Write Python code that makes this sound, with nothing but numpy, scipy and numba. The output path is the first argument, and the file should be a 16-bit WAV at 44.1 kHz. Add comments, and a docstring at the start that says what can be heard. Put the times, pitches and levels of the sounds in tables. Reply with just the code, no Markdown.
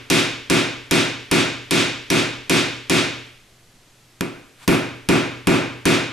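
"""A bare room with a concrete floor, heard on a camera's stereo microphone. A heavy mallet drives a steel
rammer into a packed cardboard tube: the tail of one blow, then eight in a steady run. After a pause come
one light tap, the rustle of a sleeve and four deeper, duller blows. The hand damps the steel at once, so
the ring is the room's own. Throughout, the camera's gain control flattens the start of each loud blow,
and quiet room tone with a faint mains hum lies underneath."""
import sys
import numpy as np
from scipy import signal
from scipy.fft import rfft, irfft, next_fast_len
from scipy.io import wavfile
from scipy.ndimage import uniform_filter1d, minimum_filter1d
from numba import njit

SR = 44100
rng = np.random.default_rng(int(sys.argv[2]) if len(sys.argv) > 2 else 0)


def dump_mix(stems):
    """Bounce the given channels to the path in sys.argv[1] as a 16-bit WAV at rate SR."""
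    frames = np.atleast_2d(stems).T  # one column per channel
    limited = np.clip(frames, -1, 1)  # hard clip at full scale
    pcm = np.round(limited * 32767).astype(np.int16)
    wavfile.write(sys.argv[1], SR, pcm)


N = 269892
RING, LEAD = 32768, SR // 2  # samples that one blow rings for, samples of lead-in
AGE = np.arange(RING) / SR
FREQS = np.fft.rfftfreq(RING, 1 / SR) + 1
# side against mid at the microphone: frequency_hz, side_db
WIDTH = [(60, -55), (200, -32), (600, -10.5), (1300, -8.5), (4400, -8), (7000, -8), (9500, -25),
         (15000, -68)]


def ramming():
    """Each blow cracks, thuds through the tube into the floor and wakes the room from the same spot."""
    # mallet blows: start_s, force_db, softness (of the contact, 0-1), give (of the filling, 0-1)
    blows = [(-.305, -2.5, 0.4, .2), (.1005, 0, 0, 0.27), (0.4991, -1, 0.22, 0), (.9105, -.5, 0.12, 0.1),
             (1.3132, -.5, 0.18, 0), (1.7089, 0, 0, 0), (2.1019, -1, 0.19, 0.14), (2.496, -0.5, 0.06, .1),
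             (2.897, -.5, 0.1, 0.04), (4.2082, -18, .9, 0.45), (4.6776, -2.5, 0.82, 1),
             (5.088, -1.5, 0.73, .25), (5.471, -1, 0.83, 0.4), (5.8543, 0, 0.4, 0.23)]
    walls = rfft(stereo_noise(RING))
    standing = standing_waves(db=-16.0, build_s=0.0041, spread=0.28)
    fade = np.minimum(1, 10 * (1 - AGE / AGE[-1]))
    out = np.zeros((2, next_fast_len(LEAD + N + RING)))
    for start_s, force_db, softness, give in blows:
        # the ping grows faster than the force, and is weaker on a filling that yields
        ping_db = 14.5 + 1.2 * force_db - 17 * give
        contact = crack(db=20.5) + ping(ping_db, lag_s=0.000795)
        # a long, soft contact pushes more of the blow down into the floor
        tube_thud = undb(-2.5 + 6 * softness) * knock(hz=193, decay_s=0.0028)
        floor_thump = undb(-41 + 23 * give) * knock(hz=50, decay_s=0.0062)
        echo = standing + reverberation(walls, db=0.5, build_s=0.00039)
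        blow = colour(contact + tube_thud + floor_thump + echo, blow_colour(softness, give))
        start = max(LEAD + int(start_s * SR), 0)
        out[:, start:start + RING] += undb(force_db) * fade * blow
    return microphone_ports(out)[:, LEAD:LEAD + N]


def crack(db, decay_s=0.0009):
    """The mallet meets the steel in a short crunch of noise, new at every blow."""
    # spectrum of the contact: frequency_hz, level_db
    spectrum = [(60, 6.5), (300, -25), (1000, 12.5), (2500, 10), (4200, 10.5), (6000, 12.5), (10000, 3),
                (12500, 0), (15000, -14)]
    burst = rng.standard_normal((1, RING)) * (AGE / decay_s) * np.exp(-AGE / decay_s)
    return undb(db) * colour(burst / np.linalg.norm(burst), along(spectrum, FREQS))


def ping(db, lag_s):
    """The steel rings for an instant as the rammer bottoms out."""
    # high modes of the steel under the mallet: pitch_hz, level_db, decay_s
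    modes = [(5810, -14, 0.0006), (5790, 0.5, 0.0008), (9500, 3, 0.00062), (10300, -7, 0.00077)]
    age = np.maximum(AGE - lag_s, 0)
    return undb(db) * sum(undb(mode_db) * np.sin(2 * np.pi * hz * age) * np.exp(-age / decay_s)
                          for hz, mode_db, decay_s in modes)


def knock(hz, decay_s):
    """A heavily damped swing of tube or floor that builds within its first cycle."""
    return np.sin(2 * np.pi * hz * AGE) * (AGE / decay_s) * np.exp(1 - AGE / decay_s)


def blow_colour(softness, give):
    """A blow's colour in dB: peaks and dips, duller on soft contact, gritty as the filling yields."""
    # peaks and dips in the blow's colour, from rammer and room: centre_hz, width_hz, gain_db
    peaks = [(1230, 370, -1.5), (1600, 160, 1), (2237, 215, 4), (2486, 247, 5.5), (2750, 66, 3.5),
             (3260, 275, 3), (3612, 440, 5), (5340, 1200, 0), (6040, 880, -0.5), (10400, 5100, 1.5)]
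    # a fully soft contact lasts longer, with more body and less clank: frequency_hz, gain_db
    softening = [(150, 4), (1300, 2), (1900, -3), (2450, -2.5), (3500, -9), (7000, -9), (12500, -10)]
    # top-end grit of fully yielding grains: frequency_hz, gain_db
    grit = [(8000, -1), (12500, 7.5)]
    peaks_db = sum(db / (1 + (2 * (FREQS - hz) / width) ** 2) for hz, width, db in peaks)
    return peaks_db + softness * along(softening, FREQS) + give * along(grit, FREQS)


def reverberation(walls, db, build_s):
    """Dense echoes off bare walls, each band dying at its own rate; the treble varies most per blow."""
    # colour of the diffuse sound: frequency_hz, level_db
    room_colour = [(25, -38), (60, -13.5), (120, -6), (190, -8), (320, 2.5), (580, 1), (800, -4.5),
                   (1400, -2), (1950, -3.5), (4400, -7.5), (7000, -10.5), (10000, -14.5), (13000, -25),
                   (16000, -42)]
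    # decay of the room: frequency_hz, t60_s
    decays = [(60, 0.88), (300, 0.47), (1000, 0.61), (2800, 0.69), (5500, 0.6), (9000, 0.4), (15000, 0.29)]
    # part of the echo that is new at each blow: frequency_hz, share (0-1)
    fresh_share = [(300, 0.03), (1000, 0.16), (2800, 0), (6000, 0.43), (12000, 0.15)]
    fresh = np.clip(along(fresh_share, FREQS), 0, 1)
    spectrum = walls * np.sqrt(1 - fresh) + rfft(stereo_noise(RING)) * np.sqrt(fresh)
    centres, t60s = np.transpose(decays)
    tail = 0
    for t60, selector in zip(t60s, np.eye(len(centres))):
        band = irfft(spectrum * np.interp(np.log(FREQS), np.log(centres), selector))
        tail = tail + band * np.exp(-np.log(1000) * AGE / t60)
    return undb(db) * colour(tail * (1 - np.exp(-AGE / build_s)), along(room_colour, FREQS))


def standing_waves(db, build_s, spread):
    """The room booms at its modes; each reaches left and right a little out of step."""
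    # room modes: pitch_hz, level_db, t60_s
    modes = [(87.2, -17, 0.54), (103.4, -18, 0.45), (122.1, -7, 0.86), (151, 3.5, 0.36), (165.3, 1, 0.39),
             (177, -3, 0.33), (195, -7, 0.49), (226, 1, 0.41), (242.2, 1.5, 0.36), (260.2, -3, 0.62),
             (273.8, 0.5, 0.5), (293.2, 3, 0.52), (326, 1, 0.47), (338, 4, 0.39), (349.2, -8, 0.67),
             (357.5, -2, 0.53), (379.1, 8, 0.28), (392.5, -6, 0.56), (425, -3.5, 0.34), (434, -9, 0.68),
             (470, -8, 0.13), (495, -4.5, 0.42), (542, -26, 0.73), (585.6, -11, 0.68), (667, -0.5, 0.22)]
    boom = 0
    for (hz, mode_db, t60), (turn, skew) in zip(modes, rng.uniform(-0.94, 1, (len(modes), 2))):
        offset = spread * np.sign(skew) * undb(along(WIDTH, hz))
        phase = np.pi * turn + offset * np.array([[1], [-1]])
        decay = np.exp(-np.log(1000) * AGE / t60)
        boom = boom + undb(mode_db) * np.sin(2 * np.pi * hz * AGE + phase) * decay
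    return undb(db) * boom * (1 - np.exp(-AGE / build_s))


def microphone_ports(x, lead_rad=1, centre_hz=447):
    """The bass reaches the two ports out of step: the left leads, most of all at centre_hz."""
    ratio = np.fft.rfftfreq(x.shape[-1], 1 / SR) / centre_hz
    turn = lead_rad * 2 * ratio / (1 + ratio ** 2)
    return irfft(rfft(x) * np.exp(.5j * turn * np.array([[1], [-1]])), x.shape[-1])


def sleeve():
    """Cloth rustles as the arm comes down in one long swing."""
    # swell of the downswing: time_s, level_db
    swing = [(4.52, -86), (4.59, -53.5), (4.64, -42.5), (4.675, -60), (4.70, -72)]
    # colour of the cloth: frequency_hz, level_db
    cloth = [(100, -9), (600, -7), (1050, -1), (2200, -3), (3700, -5), (5500, -13), (8500, -11),
             (13000, -19), (15000, -35)]
    level_db = np.interp(np.arange(N) / SR, *np.transpose(swing), left=-np.inf, right=-np.inf)
    return hiss(cloth) * undb(level_db)


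def room_tone():
    """Quiet, steady room noise with a faint mains hum."""
    # colour of the room noise: frequency_hz, level_db
    spectrum = [(20, -7), (40, -18.5), (120, -17), (180, -18), (300, -19.5), (700, -26), (1100, -27.5),
                (3000, -27.5), (7000, -31.5), (13000, -38.5), (14500, -60)]
    hum = undb(-59) * np.sin(2 * np.pi * 120 * np.arange(N) / SR)
    return undb(-53) * hiss(spectrum) + hum


def hiss(points):
    """Coloured stereo noise of rms 1."""
    noise = colour(stereo_noise(N), along(points, FREQS))
    return noise / noise.std()


def stereo_noise(size):
    """White noise from all round; the bass and the very top are nearly the same left and right."""
    mid, side = rng.standard_normal((2, size))
    side = colour(side[None], along(WIDTH, FREQS))[0]
    return np.array([mid + side, mid - side])


def colour(x, db):
    """Minimum-phase filter with the gain db at FREQS."""
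    cepstrum = irfft(np.log(undb(db)))
    cepstrum[1:RING // 2] *= 2
    cepstrum[RING // 2 + 1:] = 0
    impulse = irfft(np.exp(rfft(cepstrum)))
    return signal.fftconvolve(x, impulse[None], axes=-1)[:, :x.shape[-1]]


def along(points, hz):
    """Read (frequency_hz, value) points on a log-frequency axis."""
    point_hz, value = np.transpose(points)
    return np.interp(np.log(hz), np.log(point_hz), value)


def undb(db):
    """Decibels to gain."""
    return 10 ** (np.asarray(db) / 20)


@njit
def follow(x, attack_s, release_s):
    """Envelope that rises and falls with separate time constants."""
    out, level = np.empty(len(x)), 0.
    for i in range(len(x)):
        level += (x[i] - level) / (1 + SR * (attack_s if x[i] > level else release_s))
        out[i] = level
    return out


def hold_down(x, top_db, attack_s, release_s, ahead_s):
    """Gain control: turns down whatever rises over top_db, looking slightly ahead."""
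    envelope = follow(np.abs(x).max(axis=0), attack_s, release_s)
    window = 2 * int(ahead_s * SR) + 1
    gain = np.minimum(1, undb(top_db) / (envelope + 1e-9))
    return x * uniform_filter1d(minimum_filter1d(gain, window), window)


def scene():
    """At the microphone: the blows and the sleeve over the room tone."""
    return ramming() + sleeve() + room_tone()


def record(dry):
    """The camera rides its gain, catches the remaining peaks and cuts the top above 15.5 kHz."""
    ridden = hold_down(dry, top_db=-6.0, attack_s=0.0027, release_s=0.043, ahead_s=0.0018)
    limited = hold_down(ridden, top_db=-5.5, attack_s=0.00002, release_s=0.0012, ahead_s=0.00042)
    return signal.sosfilt(signal.ellip(8, .2, 70, 15500, fs=SR, output="sos"), limited)


dry = scene()
out = record(dry)
dump_mix(out)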